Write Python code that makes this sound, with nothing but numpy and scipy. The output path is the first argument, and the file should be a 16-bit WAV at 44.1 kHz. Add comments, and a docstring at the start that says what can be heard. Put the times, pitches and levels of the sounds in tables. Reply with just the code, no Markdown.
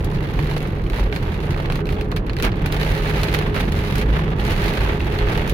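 """Inside a car driving on a wet road in heavy rain, on a stereo pair in the cabin.
Close by, sheets of drops drum dully on the lined roof and crack brightly on the windshield.
Single fat drops stand out: they knock the glass, plop through the lining or tap on bare metal.
From below, the tyres rumble, sing and set the cabin's air booming, and the drivetrain hums."""
import sys
import numpy as np
from scipy import signal
from scipy.fft import rfft, irfft, next_fast_len
from scipy.io import wavfile

SR = 44100
rng = np.random.default_rng(int(sys.argv[2]) if len(sys.argv) > 2 else 0)


def to_wav(s):
    """Save 16-bit WAV."""
    ch = np.atleast_2d(s).T  # columns
    pcm = np.round(np.clip(ch, -1, 1) * 32767)  # PCM
    wavfile.write(sys.argv[1], SR, pcm.astype(np.int16))


N = 243873
TIME = np.arange(N) / SR
RESPONSE = 6144   # samples that one impact lasts
LEFT_RIGHT = np.array([[1], [-1]])
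CRACK_T60_S, GLASS_T60_S, ROOF_T60_S = 0.008, 0.022, 0.022
SPLASH_T60_S, CABIN_T60_S = 0.09, 0.11   # spray dies sooner than the cabin's reflections

# spectrum of the struck roof, heard through its lining: f/Hz, level/dB
ROOF_COLOUR = [(150, -9.5), (330, 0.5), (430, 4.5), (520, 0.5), (630, -3.5), (900, 1), (1050, -10.5),
               (1200, 1.5), (1350, -5), (1600, -2.5), (2200, -5.5), (2900, -8), (4200, -17.5),
               (5500, -29.5), (8000, -40.5), (16000, -42)]
# spectrum of the struck windshield: f/Hz, level/dB
GLASS_COLOUR = [(250, -27), (450, 3), (900, -8.5), (1600, 0.5), (2600, 1), (3400, -5.5), (4300, -3.5),
                (5200, -16.5), (8000, -29.5), (16000, -34)]
# spectrum of bursting water: f/Hz, level/dB
CRACK_COLOUR = [(1000, -29), (3000, 10.5), (4500, 7), (5600, 4), (6800, 1), (8300, -6.5), (10500, 4),
                (13000, 1), (16000, -4)]
# balance of the microphones: f/Hz, left minus right/dB
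BALANCE = [(30, -2), (160, -1.5), (420, -2), (800, -7), (1100, -3), (1800, -7.5), (3200, 0), (4300, -2.5),
           (5400, 4.5), (7000, 4.5), (8800, 10), (10500, 2.5), (16000, 7.5)]


def roof(level_db):
    """Overhead, the wide roof catches more drops as the rain thickens; its lining softens their attack."""
    spots = [panel_response(ROOF_COLOUR, rise_s=0.00084, ring_s=ROOF_T60_S, tail_db=-12)
             for _ in range(12)]
    per_s = 640 * from_db(0.9 * (level_db - level_db.mean()))
    return shower(spots, level_db, per_s, spread_db=6.5)


def windshield(level_db):
    """Drops crack on the bare glass and set it ringing."""
    spots = []
    for _ in range(12):
        crack = water_crack(tail_db=-3)
        ringing = glass_response(GLASS_COLOUR, rise_s=0.00014, ring_s=GLASS_T60_S, tail_db=-1)
        spots.append(crack + from_db(6) * ringing)
    per_s = 460 * from_db(0.7 * (level_db - level_db.mean()))
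    return shower(spots, level_db, per_s, spread_db=7.5)


def shower(spots, level_db, per_s, spread_db):
    """Drops of uneven size land at random on several spots, each with a ring of its own."""
    sizes = from_db(spread_db * np.minimum(rng.exponential(1, N), 2.5))
    landed = rng.random(N) < per_s / SR
    impacts = landed * sizes * rng.choice([-1, 1], N) / np.sqrt(per_s)
    impacts = from_db(level_db) * rms_one(impacts) / np.sqrt(RESPONSE)
    spot_hit = rng.integers(0, len(spots), N)
    return sum(signal.oaconvolve([impacts * (spot_hit == k)], rms_one(spot), axes=1)[:, :N]
               for k, spot in enumerate(spots))


def rainfall():
    """Rain level in dB on roof and glass: it arrives unevenly, lets up and hits in flurries."""
    # the rain thins to a lull, then surges twice: t/s, roof base level/dB, glass base level/dB
    sheets = [(0.0, -36.5, -43), (0.55, -34, -37.5), (0.78, -38, -47.5), (1.0, -37, -40.5),
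              (1.55, -34.5, -42), (1.98, -36, -45.5), (2.08, -42, -56.5), (2.28, -42, -71),
              (2.64, -33, -46), (2.8, -29.5, -33), (3.27, -28, -31), (3.48, -30, -42.5), (3.8, -33, -32.5),
              (4.3, -31.5, -46), (4.52, -29.5, -28), (4.88, -25.5, -38), (5.0, -31.5, -38.5),
              (5.53, -27.5, -39.5)]
    # brief let-ups between the sheets: t/s, dip on the glass/dB
    let_ups = [(0.085, 6.5), (0.84, 10.5), (1.1, 6), (1.685, 7), (1.835, 31.5), (2.52, 8.5), (3.275, 4),
               (3.705, 7), (4.055, 8), (4.353, 16), (4.554, 6), (4.968, 5.5)]
    # clumps of water hitting the car at once: t/s, length/s, roof level/dB, glass level/dB
    flurries = [(0.93, 0.094, -32, -35), (1.751, 0.0057, -29, -35), (2.435, 0.031, -22, -32.5),
                (3.543, .065, -25.5, -30.5), (3.949, 0.074, -51, -32), (4.127, 0.072, -26.5, -38.5),
                (4.476, 0.054, -27.5, -29.5), (4.596, 0.101, -28, -29), (4.804, 0.046, -24.5, -29.5),
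                (5.264, 0.087, -26.5, -33.5)]
    roof_db, glass_db = in_time(sheets)
    flutter = drift(18)
    dip_db = sum(db * swell(s, width_s=0.021) for s, db in let_ups)
    roof_db = roof_db + 1.1 * flutter - 0.56 * dip_db
    glass_db = glass_db + 0.03 * flutter - dip_db
    for s, length_s, on_roof_db, on_glass_db in flurries:
        roof_db = np.maximum(roof_db, on_roof_db + flurry_db(s, length_s, fall_db_per_s=450))
        glass_db = np.maximum(glass_db, on_glass_db + flurry_db(s, length_s, fall_db_per_s=800))
    return roof_db, glass_db


def flurry_db(start_s, length_s, fall_db_per_s, attack_s=0.0083):
    """A flurry sets in at once, holds at 0 dB, then runs off."""
    early_s = np.maximum(start_s - TIME, 0)
    late_s = np.maximum(TIME - start_s - length_s, 0)
    return -60 * early_s / attack_s - fall_db_per_s * late_s


def fat_drops():
    """A big drop cracks as it lands, knocks the glass and thuds in the bodywork."""
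    # fat drops on the windshield: t/s, crack level/dB, knock level/dB
    drops = [(0.0074, -45, -44), (0.0456, -32.5, -40), (0.114, -42, -36), (0.1459, -43, -31.5),
             (0.39, -42, -38), (0.4262, -43, -33), (0.4716, -40, -32), (0.5121, -42, -29),
             (0.5355, -42, -31), (0.5643, -38, -26), (0.578, -35, -33), (0.6043, -42, -35),
             (0.627, -37.5, -41), (0.6727, -39, -43), (0.7847, -49, -42), (0.8383, -44, -37),
             (0.8989, -38, -28.5), (0.931, -49, -42), (0.9745, -44, -35), (1.1252, -44, -24),
             (1.161, -33.5, -22.5), (1.2264, -40, -39), (1.3416, -51, -32), (1.428, -44, -39),
             (1.453, -45.5, -45), (1.5065, -35.5, -30), (1.5751, -46, -30), (1.6009, -41, -31),
             (1.6305, -45, -47), (1.6567, -43, -28), (1.6995, -53, -24), (1.7217, -35, -25.5),
             (1.7563, -38, -31.5), (1.8041, -47, -35), (1.855, -43, -33.5), (1.869, -42, -33),
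             (1.8898, -41, -27), (1.9035, -41, -34), (1.9243, -37, -33), (2.01, -36, -26.5),
             (2.0444, -49, -42), (2.1157, -40, -25.5), (2.1613, -40, -31), (2.164, -32, -27),
             (2.169, -39, -25), (2.265, -43, -37), (2.2956, -50, -26), (2.332, -43, -32), (2.366, -40, -25),
             (2.386, -41, -28), (2.399, -35, -23.5), (2.4243, -24, -22.5), (2.4305, -26, -23),
             (2.4435, -35, -19.5), (2.4495, -26, -24.5), (2.518, -57, -31), (2.5562, -50, -38),
             (2.6212, -44, -42), (2.6597, -27, -23), (2.723, -27, -24), (2.7447, -35, -31),
             (2.765, -36, -25), (2.7985, -35, -28), (2.8128, -33, -22.5), (2.8298, -35, -22),
             (3.0962, -35, -28), (3.2331, -24, -20), (3.2838, -40, -20.5), (3.3268, -35, -27),
             (3.34, -24.5, -21.5), (3.3461, -27, -16), (3.388, -30.5, -23), (3.4237, -38, -30),
             (3.605, -33, -24), (3.721, -31, -28), (3.9405, -43, -44), (3.956, -28.5, -28),
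             (3.982, -27, -40), (4.013, -38, -28.5), (4.1913, -44, -44), (4.3039, -47, -48),
             (4.363, -49, -40), (4.397, -39, -26), (4.45, -31, -38), (4.5624, -39, -26),
             (4.6398, -32.5, -31), (4.6815, -37, -22), (4.736, -33, -28), (4.773, -34, -24),
             (5.045, -40, -36), (5.0697, -39, -37), (5.187, -39, -22.5), (5.3753, -34, -25.5),
             (5.476, -30, -32.5), (5.496, -25, -27)]
    out = np.zeros((2, N))
    for s, crack_db, knock_db in drops:
        crack = water_crack(tail_db=-5.5)
        knock = glass_response(GLASS_COLOUR, rise_s=0.00083, ring_s=GLASS_T60_S, tail_db=-7)
        thud = panel_response(ROOF_COLOUR, rise_s=0.00098, ring_s=ROOF_T60_S, tail_db=-7)
        add_at(out, s, from_db(crack_db) * crack + from_db(knock_db) * (knock + from_db(-5) * thud))
    return out


def plops():
    """A fat drop on the roof comes through the lining as a short, round plop."""
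    # fat drops overhead: t/s, level/dB
    drops = [(0.121, -26), (0.391, -19), (0.514, -20), (0.566, -24), (0.984, -21.5), (1.49, -20),
             (1.562, -20), (1.598, -19), (1.7003, -17.5), (1.789, -22), (2.1225, -21), (3.388, -23),
             (4.164, -23.5), (4.191, -19), (5.296, -17), (5.329, -19.5)]
    # spectrum of a plop: f/Hz, level/dB
    colour = [(200, -16), (480, 2.5), (700, -2.5), (1050, 0.5), (1500, -6.5), (2500, -17), (5000, -40)]
    out = np.zeros((2, N))
    for s, db in drops:
        add_at(out, s, from_db(db) * panel_response(colour, rise_s=0.00088, ring_s=0.021, tail_db=-16))
    return out


def taps():
    """A drop on bare metal beside the glass snaps and rings a few short modes."""
    # hard taps: t/s, level/dB, ring f/Hz
    hits = [(0.3903, -13, 1830), (0.864, -23, 2350), (1.5436, -19, 1840), (3.5647, -12, 1400),
            (4.1936, -16.5, 1700), (4.264, -26, 2180), (5.0043, -15, 2050), (5.1406, -18, 1800),
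            (5.3956, -20, 2120)]
    # modes of the metal: multiple of the ring frequency, relative level/dB, T60/s
    modes = [(.5, -7, .012), (1, 0, .009), (1.3, -2, .011)]
    out, t = np.zeros((2, N)), TIME[:RESPONSE]
    attack = 1 - np.exp(-t / 0.00067)
    for s, db, ring_hz in hits:
        snap = glass_response(GLASS_COLOUR, rise_s=0.00036, ring_s=CRACK_T60_S, tail_db=-11.5)
        metal = sum(from_db(mode_db) * mic_gains(ring_hz * multiple) * ring(t, ring_hz * multiple, t60_s)
                    for multiple, mode_db, t60_s in modes)
        add_at(out, s, from_db(db) * (from_db(-9.5) * snap + attack * metal))
    return out


def roof_thud(splash_s):
    """The roof panel's low modes ring on under the heaviest splash."""
    # modes of the whole panel: f/Hz, level/dB, T60/s
    modes = [(196, -22, 0.5), (251, -22, 0.17), (373, -25, 0.21)]
    since_s = np.maximum(TIME - splash_s, 0)
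    return sum(from_db(db) * ring(since_s, hz, t60_s) for hz, db, t60_s in modes)


def water_crack(tail_db):
    """A drop bursts on the glass with a sharp crack and a tail of spray."""
    return glass_response(CRACK_COLOUR, rise_s=0.00005, ring_s=CRACK_T60_S, tail_db=tail_db,
                          tail_s=SPLASH_T60_S, direct_share=0.2)


def glass_response(colour, rise_s, ring_s, tail_db, tail_s=CABIN_T60_S, direct_share=0.15):
    """Bare glass passes on part of the energy as a clean first wave; modes and splash blur the rest."""
    blur = panel_response(colour, rise_s, ring_s, tail_db, tail_s)
    first_wave = blur.std() * bending_wave(colour)
    return np.sqrt(1 - direct_share) * blur + np.sqrt(direct_share) * first_wave


def bending_wave(colour):
    """The first wave across the glass: a tick whose highs run ahead of its lows; rms 1."""
    hz = np.fft.rfftfreq(RESPONSE, 1 / SR)
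    travel_s = rng.uniform(0.001, 0.003)   # at 1 kHz
    mic_lag_s = rng.uniform(0, 0.000602, (2, 1))
    cycles = 2 * travel_s * np.sqrt(1000 * hz) + mic_lag_s * hz
    gain = from_db(at_hz(colour, hz)) * mic_gains(hz)
    return rms_one(irfft(gain * np.exp(-2j * np.pi * cycles), RESPONSE))


def panel_response(colour, rise_s, ring_s, tail_db, tail_s=CABIN_T60_S):
    """One struck spot: a dense cloud of modes dies fast, splash and cabin reflections last longer."""
    t = TIME[:RESPONSE]
    attack = 1 - np.exp(-(t / rise_s) ** 2)
    fade = from_db(-60 * t / ring_s) + from_db(tail_db - 60 * t / tail_s)
    return attack * fade * stereo_noise(lambda hz: from_db(at_hz(colour, hz)), RESPONSE)


def road():
    """Tyre rumble comes up through the floor and rings the cabin's modes; bumps make its air boom."""
    # spectrum of the tyres: f/Hz, level/dB
    colour = [(12, -42), (25, 4), (42, 5.5), (64, -6), (80, 1), (135, 0.5), (195, -3.5), (235, -11.5),
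              (330, -8.5), (500, -14.5), (620, -21.5), (1100, -24), (3000, -43), (6000, -78)]
    # louder on rougher road: t/s, rumble base level/dB, boom level/dB
    roughness = [(0.0, -23.5, -30), (2.2, -23.5, -31.5), (2.6, -23, -25), (5.53, -22.5, -26)]
    # air and panel resonances: f/Hz, width/Hz, level re the rumble's base/dB
    modes = [(83.8, 7.2, -10.5), (329, 9, -21.5)]
    # bumps in the road: t/s, rms level at the crest/dB, boom f/Hz
    bumps = [(1.02, -17.5, 48), (4.135, -18.5, 55.8)]
    rumble_db, boom_db = in_time(roughness)
    tyres = from_db(1.7) * stereo_noise(lambda hz: from_db(at_hz(colour, hz)), next_fast_len(N))[:, :N]
    cabin = sum(from_db(db) * resonance(hz, width_hz) for hz, width_hz, db in modes)
    boom = resonance(50.5, width_hz=4.8)   # lowest air mode of the cabin
    jolts = sum(from_db(db) * swell(s, width_s=0.08) * np.sin(2 * np.pi * hz * (TIME - s))
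                for s, db, hz in bumps)
    return from_db(rumble_db) * (tyres + cabin) + from_db(boom_db) * boom + np.sqrt(2) * jolts


def drivetrain_hum():
    """One clean low tone that wavers and creeps up as the car gains speed."""
    # course of the hum: t/s, f/Hz, rms level/dB
    course = [(0.0, 150.8, -32), (0.2, 149.5, -26.5), (0.58, 149, -29), (0.8, 148, -39), (1.3, 149, -40),
              (1.6, 149, -27.5), (2.15, 149.5, -40), (2.45, 149.5, -41), (2.65, 150, -24.5),
              (3.0, 151.5, -29.5), (3.42, 150.5, -28.5), (3.65, 151, -34), (4.2, 154.7, -33),
              (5.53, 154, -40)]
    hz, db = in_time(course)
    phase = 2 * np.pi * np.cumsum(hz + 0.3 * drift(1.96)) / SR
    return np.sqrt(2) * from_db(db + drift(3.3)) * np.sin(phase)


def tread_whine():
    """The tyre tread sings in a narrow band, louder on some stretches of road."""
    # strength of the whine: t/s, rms level/dB
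    levels = [(0.0, -38.5), (1.7, -38.5), (1.82, -33), (2.3, -36), (3.3, -33.5), (3.9, -35), (5.53, -32)]
    db, = in_time(levels)
    return from_db(db) * resonance(417.2, width_hz=13.5)


def floor_drone():
    """Coarse asphalt shakes the floor into a broad, low drone."""
    # a coarse stretch passing under the car: t/s, rms level/dB
    levels = [(3.0, -45), (3.65, -27.5), (4.3, -30.5), (5.1, -45)]
    db, = in_time(levels)
    return from_db(db) * resonance(181, width_hz=53)


def resonance(centre_hz, width_hz):
    """A mode kept ringing by random shaking; rms 1."""
    return stereo_noise(lambda hz: 1 / (1 + ((hz - centre_hz) / width_hz) ** 2), next_fast_len(N))[:, :N]


def stereo_noise(gain_at, size):
    """Coloured noise as the pair picks it up in the cabin; rms 1."""
    # the two microphones hear the bass alike, the treble not: f/Hz, left-right correlation
    likeness = [(30, 0.98), (150, 0.99), (300, 0.9), (500, 0.76), (800, 0.27), (1300, -0.24), (2500, 0.095),
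                (16000, -0.065)]
    hz = np.fft.rfftfreq(size, 1 / SR)
    mid, side = rfft(rng.standard_normal((2, size)))
    alike = at_hz(likeness, hz)
    pair = np.sqrt(1 + alike) * mid + LEFT_RIGHT * np.sqrt(1 - alike) * side
    return rms_one(irfft(pair * gain_at(hz) * mic_gains(hz), size))


def mic_gains(hz):
    """Left and right gain at a frequency."""
    return from_db(LEFT_RIGHT * at_hz(BALANCE, hz) / 2)


def ring(t, hz, t60_s):
    """A struck mode: a dying sine."""
    return np.sin(2 * np.pi * hz * t) * from_db(-60 * t / t60_s)


def swell(centre_s, width_s):
    """A bell-shaped rise and fall of height 1."""
    return np.exp(-((TIME - centre_s) / width_s) ** 2)


def drift(corner_hz):
    """Slow random wavering; rms 1."""
    size = next_fast_len(N)
    hz = np.fft.rfftfreq(size, 1 / SR)
    spectrum = rfft(rng.standard_normal(size)) / (1 + (hz / corner_hz) ** 4)
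    return rms_one(irfft(spectrum)[:N])


def add_at(out, s, sound):
    """Mix a stereo impact in at s seconds."""
    start = int(s * SR)
    out[:, start:start + RESPONSE] += sound[:, :N - start]


def in_time(rows):
    """Each column of a curve at every sample."""
    s, *columns = np.transpose(rows)
    return [np.interp(TIME, s, column) for column in columns]


def at_hz(points, hz):
    """Read a table on a log-frequency axis."""
    known_hz, values = np.transpose(points)
    return np.interp(np.log(hz + 1e-3), np.log(known_hz), values)


def from_db(db):
    """Decibels to gain."""
    return 10 ** (np.asarray(db) / 20)


def rms_one(x):
    """Scale to rms 1."""
    return x / np.sqrt(np.mean(x ** 2) + 1e-20)


def scene():
    """Close rain on roof and glass, over the road noise and hum from below."""
    roof_db, glass_db = rainfall()
    rain = roof(roof_db) + windshield(glass_db) + fat_drops() + plops() + taps()
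    return rain + roof_thud(splash_s=2.432) + road() + tread_whine() + drivetrain_hum() + floor_drone()


def record(dry):
    """The highest peaks are rounded and the top is cut steeply at 16 kHz."""
    low_pass = signal.ellip(10, 0.2, 70, 16000, fs=SR, output="sos")
    return signal.sosfilt(low_pass, np.tanh(dry))


dry = scene()
out = record(dry)
to_wav(out)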